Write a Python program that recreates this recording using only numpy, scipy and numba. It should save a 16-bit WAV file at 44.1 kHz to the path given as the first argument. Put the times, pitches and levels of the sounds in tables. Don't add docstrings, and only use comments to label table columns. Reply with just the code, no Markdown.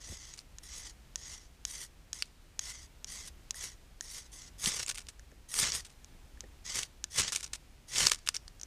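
import sys
import numpy as np
from scipy import signal
from scipy.fft import rfft, irfft
from scipy.io import wavfile
from scipy.ndimage import uniform_filter1d
from numba import njit

SR = 44100
rng = np.random.default_rng(int(sys.argv[2]) if len(sys.argv) > 2 else 0)


def to_wav(s):
    ch = np.atleast_2d(s).T
    pcm = np.round(np.clip(ch, -1, 1) * 32767)
    wavfile.write(sys.argv[1], SR, pcm.astype(np.int16))


N = 381906


def undb(db):
    return 10 ** (np.asarray(db) / 20)


def unit(x):
    return x / np.sqrt(np.mean(x ** 2))


def even(x, window_s=0.018):
    power = np.abs(uniform_filter1d(x ** 2, int(window_s * SR) + 1))
    return x / np.sqrt(power + 1e-12)


def add(track, s, sound):
    i = max(int(s * SR), 0)
    track[i:i + len(sound)] += sound[:len(track) - i]


def cut(x, hz, kind, order=4):
    return signal.sosfilt(signal.butter(order, min(hz, .45 * SR), kind, fs=SR, output="sos"), x)


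def resonate(x, hz, width_hz):
    return signal.lfilter(*signal.iirpeak(min(hz, .45 * SR), hz / width_hz, fs=SR), x)


@njit
def slide(x, hz, width):
    y, band, low = np.empty(len(x)), 0., 0.
    for i in range(len(x)):
        g, k = np.tan(np.pi * hz[i] / SR), width / hz[i]
        v = (band + g * (x[i] - low)) / (1 + g * (g + k))
        band, low, y[i] = 2 * v - band, low + 2 * g * v, k * v
    return y


def colour(x, points, size=4096):
    hz, db = np.transpose(points)
    grid = np.maximum(np.arange(size // 2 + 1) * SR / size, 1)
    level_db = np.interp(np.log(grid), np.log(hz), db)
    cepstrum = irfft(np.log(undb(level_db)))
    cepstrum[1:size // 2] *= 2
    cepstrum[size // 2 + 1:] = 0
    response = irfft(np.exp(rfft(cepstrum)))
    return signal.fftconvolve(x, response)[:len(x)]


def walk(rate):
    knots = np.arange(N) / SR * rate
    return unit(np.interp(knots, np.arange(N // 10), rng.standard_normal(N // 10)))


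def gate(age, length_s, attack_s, release_s):
    fade = np.exp(-np.clip((age - length_s) / release_s, 0, 30))
    return np.clip(age / attack_s, 0, 1) * fade


# (pitch_hz, level_db)
WOOD_SPECTRUM = [(12, -35.5), (20, -4.5), (59, -1), (80, -10.5), (148, -17), (207, -21), (259, -21.5),
                 (306, -23), (549, -28), (834, -29), (958, -30), (1100, -31.5), (2330, -32), (8170, -38.5),
                 (15500, -47)]
WOOD_DB = -55.5


def wood(sway_db=-0.82):
    air = unit(colour(rng.standard_normal(N), WOOD_SPECTRUM))
    return undb(WOOD_DB + sway_db * walk(2.5)) * air


# (start_s, rising_pressure_s, easing_pressure_s, peak_level_db, swell_to_peak_db, sag_after_peak_db,
#  sheen_above_8_khz_relative_to_level_db)
STROKES = [(0.0, 0.081, 0.26, -49.5, 4, 2.5, -13.5), (0.620, 0.17, 0.11, -47, 9.5, 5.5, -9),
           (1.167, 0.18, 0.12, -45.5, 9.5, 22, -9.5), (1.66, .10, 0.091, -48, 0, -1, -4),
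           (2.133, 0.04, 0.039, -48.5, 1, -0.5, -5.5), (2.600, .12, .13, -45, 6.5, 10, -7.5),
           (3.063, 0.12, .10, -46.5, 3.5, 3.5, -9), (3.538, 0.11, 0.077, -41.5, 13.5, 11.5, -6),
           (4.011, 0.18, 0.075, -46, 9.5, 13, -7), (4.313, 0.072, 0.099, -50.5, 5, 3.5, -10),
           (4.576, 0.1, 0.16, -33.5, 21.5, 6.5, -7), (5.483, 0.16, 0.16, -28, 27.5, 16, -5.5),
           (6.641, .15, 0.056, -34, 15, 13, -11.5), (7.096, 0.11, 0.087, -29, 31.5, 7.5, -10),
           (7.872, .135, 0.066, -29.5, 27.5, 4, -8)]
STROKE_ATTACK_S, STROKE_RELEASE_S = .014, 0.011
SWELL_CURVE, SAG_CURVE = 1.4, 0.59


def strokes():
    t, table = np.arange(N) / SR, np.array(STROKES)
    current = np.maximum(np.searchsorted(table[:, 0], t) - 1, 0)
    start, rise_s, ease_s, db, swell_db, sag_db, sheen_db = table[current].T
    age, length_s = t - start, rise_s + ease_s
    to_peak = np.clip(1 - age / rise_s, 0, 1)
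    past_peak = np.clip((age - rise_s) / ease_s, 0, 1)
    pressure = undb(db - swell_db * to_peak ** SWELL_CURVE - sag_db * past_peak ** SAG_CURVE)
    place = np.clip(age / (length_s + 2 * STROKE_RELEASE_S), 0, 1)
    return pressure * gate(age, length_s, STROKE_ATTACK_S, STROKE_RELEASE_S), sheen_db, place


def grains(rate, spread_db):
    happens = rng.random(N) < rate / SR
    size_db = spread_db * np.minimum(rng.standard_normal(N), 2)
    return unit(happens * rng.choice([-1, 1], N) * undb(size_db))


# (pitch_hz, width_hz, level_db)
STEEL_RESONANCES = [(1220, 460, -13), (3440, 360, -6.5), (3990, 100, -5.5), (4700, 530, -10),
                    (5800, 1200, 1.5), (6470, 160, 0), (7790, 170, -4.5), (8900, 208, 1), (10700, 460, -53),
                    (12400, 670, -18)]


def steel(push, shift_db=0):
    out = 0
    for hz, width, db in STEEL_RESONANCES:
        drift_db = shift_db * walk(18) if shift_db else 0
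        out = out + undb(db + drift_db) * resonate(push, hz, width)
    return out


# (start_pitch_hz, end_pitch_hz, width_hz, level_db)
SLIDING_RESONANCES = [(9920, 4500, 480, -5.5), (13000, 7100, 760, -18)]


def shaving(place, flutter_db=3.5, blade_hz=1880, stiffen_hz=170, blade_width_hz=110, blade_db=2,
            wander_hz=20, top_hz=12500):
    grit = grains(rate=14000, spread_db=10.5) * undb(flutter_db * walk(110))
    note_hz = blade_hz + stiffen_hz * np.sin(np.pi * place) + wander_hz * walk(30)
    out = steel(grit, shift_db=2) + undb(blade_db) * slide(grit, note_hz, float(blade_width_hz))
    for start_hz, end_hz, width, db in SLIDING_RESONANCES:
        sliding_hz = start_hz * (end_hz / start_hz) ** place
        out = out + undb(db) * slide(grit, sliding_hz, float(width))
    return cut(out, top_hz, "low", order=4)


# (pitch_hz, level_db)
RASP_SPECTRUM = [(40, -4), (130, -1.5), (300, -12.5), (430, -8.5), (700, -13), (1200, -14.5), (2200, -4.5),
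                 (4200, -4.5), (5500, -1.5), (7500, -3), (9400, -4), (10700, -16.5), (12500, -19),
                 (15000, -30.5)]
# (pitch_hz, width_hz, level_db)
PRESSED_RESONANCES = [(1225, 280, -12), (1465, 82, -10.5), (1765, 97, -10.5), (2236, 61, -11.5),
                      (2630, 65, -11.5), (3250, 440, -31.5), (3660, 110, -14)]


def tearing(chips):
    knock = sum(undb(db) * resonate(chips, hz, width) for hz, width, db in PRESSED_RESONANCES)
    return colour(chips, RASP_SPECTRUM) + knock


def along_rod(x, place, near_s=0.000635, far_s=0.000708, slip_s=.00006, slip_hz=24, echo_db=-8):
    i, treble = np.arange(N), cut(x, 2700, "high", order=2)
    lag = (near_s + (far_s - near_s) * place + slip_s * walk(slip_hz)) * SR
    return x + sum(undb(echo_db * trip) * np.interp(i - trip * lag, i, treble) for trip in (1, 2))


LEAST_BITE = .07
DIG_IN_DB = 7.5
STUTTER_DB, STUTTER_HZ = 4.5, 89.4
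DEEPEN_DB, DEEPEN_HZ = 2, 2500
SHEEN_HZ, SHEEN_WANDER_DB = 8000, 3.5
SHEEN_FADE_DB = 13.5


def scrapes(bite_db=-38, bite_range_db=6.0, chatter_db=2.5, crackle_db=-5, uneven_db=1.41):
    force, sheen_db, place = strokes()
    force = force * undb(uneven_db * walk(45))
    depth_db = 20 * np.log10(force + 1e-9) + DIG_IN_DB * (place - .5)
    bite = np.clip(LEAST_BITE + 1 / (1 + np.exp((bite_db - depth_db) / bite_range_db)), 0, 1)
    stutter = undb(STUTTER_DB * place * np.sqrt(bite) * walk(STUTTER_HZ))
    fade_db = SHEEN_FADE_DB * (0.5 - bite) * (.5 - place)
    sheen = undb(sheen_db + fade_db + SHEEN_WANDER_DB * walk(25))
    stream = grains(rate=6000, spread_db=5.5) * undb(chatter_db * walk(200))
    chips = stream + undb(crackle_db) * grains(rate=170, spread_db=0.0)
    deepen = undb(DEEPEN_DB * (place - .5)) - 1
    out = 0
    for texture, share in ((shaving(place), 1 - bite), (tearing(chips), bite)):
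        texture = along_rod(texture, place)
        texture = texture + deepen * cut(texture, DEEPEN_HZ, "low", order=1)
        body = even(cut(texture, SHEEN_HZ, "low", order=9))
        top = even(cut(texture, SHEEN_HZ, "high", order=9))
        out = out + np.sqrt(share) * (body + sheen * top)
    return force * stutter * out


# (start_s, peak_level_db, lowest_pitch_hz, highest_pitch_hz)
BUMPS = [(0.079, -51.5, 200, 586), (0.095, -38.5, 25, 91), (0.116, -41.5, 60, 425), (4.666, -36, 118, 210),
         (5.317, -50, 129, 368), (6.144, -53, 120, 274), (6.434, -47, 219, 380), (7.189, -41, 50, 140),
         (8.04, -52, 70, 168.4)]


def bumps(rise_s=0.0058, size=8192):
    out, t = np.zeros(N), np.arange(size) / SR
    for s, db, low_hz, top_hz in BUMPS:
        thud = rng.standard_normal(size) * t * np.exp(-t / rise_s)
        bump = cut(cut(thud, top_hz, "low", order=3), low_hz, "high", order=2)
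        add(out, s, undb(db) * bump / np.abs(bump).max())
    return out


# (start_s, length_s, level_db)
FLARES = [(0.336, 0.033, -50), (0.371, 0.048, -47), (2.252, 0.039, -57), (4.873, 0.04, -34),
          (4.89, .034, -32.5), (4.944, 0.038, -40), (4.977, 0.047, -42), (5.085, 0.021, -38.5),
          (5.847, 0.03, -44), (5.893, 0.041, -55.5), (7.323, 0.032, -29), (7.348, 0.048, -34),
          (7.399, 0.022, -38), (7.427, 0.051, -39), (7.531, 0.031, -32), (8.065, 0.04, -26.5),
          (8.111, 0.048, -29), (8.178, 0.012, -40), (8.261, .018, -39), (8.342, 0.032, -32)]
FLARE_RISE, FLARE_FADE_DB = 0.11, 14.5
FLARE_RELEASE_S = 0.0042


def flares(sputter_db=4, gain_db=-2, low_hz=500, size=8192):
    burn, age = np.zeros(N), np.arange(size) / SR
    for s, length_s, db in FLARES:
        fading = undb(db - FLARE_FADE_DB * age / length_s)
        add(burn, s, fading * gate(age, length_s, FLARE_RISE * length_s, FLARE_RELEASE_S))
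    sizzle = tearing(grains(rate=4500, spread_db=8.5) * undb(sputter_db * walk(220)))
    return undb(gain_db) * even(cut(sizzle, low_hz, "high", order=1)) * burn


# (start_s, peak_level_db, centre_pitch_hz, ring_strength_db)
POPS = [(0.3384, -31.5, 6700, 12), (0.3903, -31, 4730, 12), (2.2235, -13.5, 3740, 7.5),
        (4.6405, -18.5, 6100, 5), (4.659, -16.5, 3480, 20), (4.8632, -23, 7250, 5),
        (4.8911, -18.5, 8850, 3), (4.9004, -23, 6400, 9), (4.9143, -25, 2200, 7), (4.9516, -32, 9080, 5),
        (4.9763, -26, 3500, -2), (4.9829, -22, 3500, -3), (5.0689, -35.5, 3500, -7), (5.541, -17, 5500, -6),
        (5.5898, -13, 5000, -3), (5.7203, -15.5, 5430, 12), (6.832, -18.5, 3200, 1),
        (7.1848, -18, 5800, -3), (7.322, -15.5, 5210, -1), (7.3612, -9.5, 6800, 0), (7.429, -30, 6080, 12),
        (7.443, -21, 6000, 10), (7.5328, -31, 4640, 23), (7.9594, -19, 2840, 13), (7.983, -11, 6000, 9),
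        (8.069, -1, 5200, 4.5), (8.0975, -15.5, 7480, 3), (8.1181, -5, 4700, -1.5), (8.2744, -18, 2170, -1),
        (8.2884, -7.5, 4100, -10), (8.3467, -19.5, 6100, 18.5), (8.3658, -20.5, 5590, 13),
        (8.4798, -30.5, 4810, 1), (8.5978, -36.5, 5800, 7), (8.6136, -28, 5600, 5), (8.6328, -26, 6100, 11)]


def pops(gain_db=-2, fizz_db=-10, fizz_s=0.0014, tail_db=-36, tail_s=0.011, width_hz=2400, low_hz=800, size=4096):
    out, t = np.zeros(N), np.arange(size) / SR
    fade = undb(fizz_db) * np.exp(-t / fizz_s) + undb(tail_db) * np.exp(-t / tail_s)
    for s, db, hz, focus_db in POPS:
        burst = (t == 0) + rng.standard_normal(size) * fade
        ring = resonate(resonate(burst, hz, width_hz), hz, width_hz)
        pop = cut(tearing(burst + undb(focus_db) * ring), low_hz, "high", order=1)
        add(out, s, undb(db + gain_db) * pop / np.abs(pop).max())
    return out


# (start_s, peak_level_db, low_ring_db)
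TICKS = [(0.5852, -28.5, -13.5), (1.158, -16.5, -18), (1.652, -14, -24), (2.1309, -17.5, -19),
         (2.593, -13.5, -25), (3.045, -21.5, -35), (3.072, -43, -21), (3.5082, -15, -48),
         (3.5444, -33.5, 1), (4.0091, -20.5, -8.5), (5.1953, -38.5, -1), (5.3168, -47.5, 8),
         (6.0456, -33.5, -34), (6.374, -48.5, 18), (6.4068, -23.5, -39), (6.4397, -46, 13),
         (7.0413, -15, -17)]
# (pitch_hz, level_db)
TOUCH_SPECTRUM = [(100, -20), (650, -32), (950, -14.5), (2500, -3.5), (5000, -6), (6500, 9), (8200, 0),
                  (8900, 3.5), (11000, -25), (15000, -45)]


def ticks(steel_db=6, rebound_db=-12, rebound_s=0.001196, settle_db=-30, settle_s=0.0032,
          ring_hz=1810, ring_width_hz=120, ring_db=23, low_hz=750, top_hz=11000, size=4096):
    out, t = np.zeros(N), np.arange(size) / SR
    for s, db, share_db in TICKS:
        lateness, grip = rng.uniform(-1, 1, 2)
        push = (t == 0) + undb(settle_db) * rng.standard_normal(size) * np.exp(-t / settle_s)
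        add(push, rebound_s * (1 + 0.17 * lateness), undb([rebound_db]))
        touch = colour(push, TOUCH_SPECTRUM) + undb(steel_db) * steel(push)
        touch = cut(cut(touch, low_hz, "high"), top_hz, "low", order=2)
        ring = resonate(push, ring_hz * (1 + 0.046 * grip), ring_width_hz)
        tick = touch + undb(ring_db + share_db) * ring
        add(out, s, undb(db) * tick / np.abs(tick).max())
    return out


def surroundings(x, stones_db=-21, stones_s=0.0041, trees_db=-28, trees_s=0.077, dull_hz=7000, size=16384):
    t = np.arange(size) / SR
    fade = np.exp(-t / np.array([[stones_s], [trees_s]])) * (t > .001)
    near, far = rng.standard_normal((2, size)) * fade
    echo = undb(stones_db) * near / np.linalg.norm(near) + undb(trees_db) * far / np.linalg.norm(far)
    return x + signal.fftconvolve(x, cut(echo, dull_hz, "low", order=1))[:N]


def scene():
    work = scrapes() + bumps() + flares() + pops() + ticks()
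    return (wood() + surroundings(work))[None]


TOP_HZ = 15400


def record(dry):
    return signal.sosfilt(signal.ellip(10, .2, 70, TOP_HZ, fs=SR, output="sos"), dry)


dry = scene()
out = record(dry)
to_wav(out)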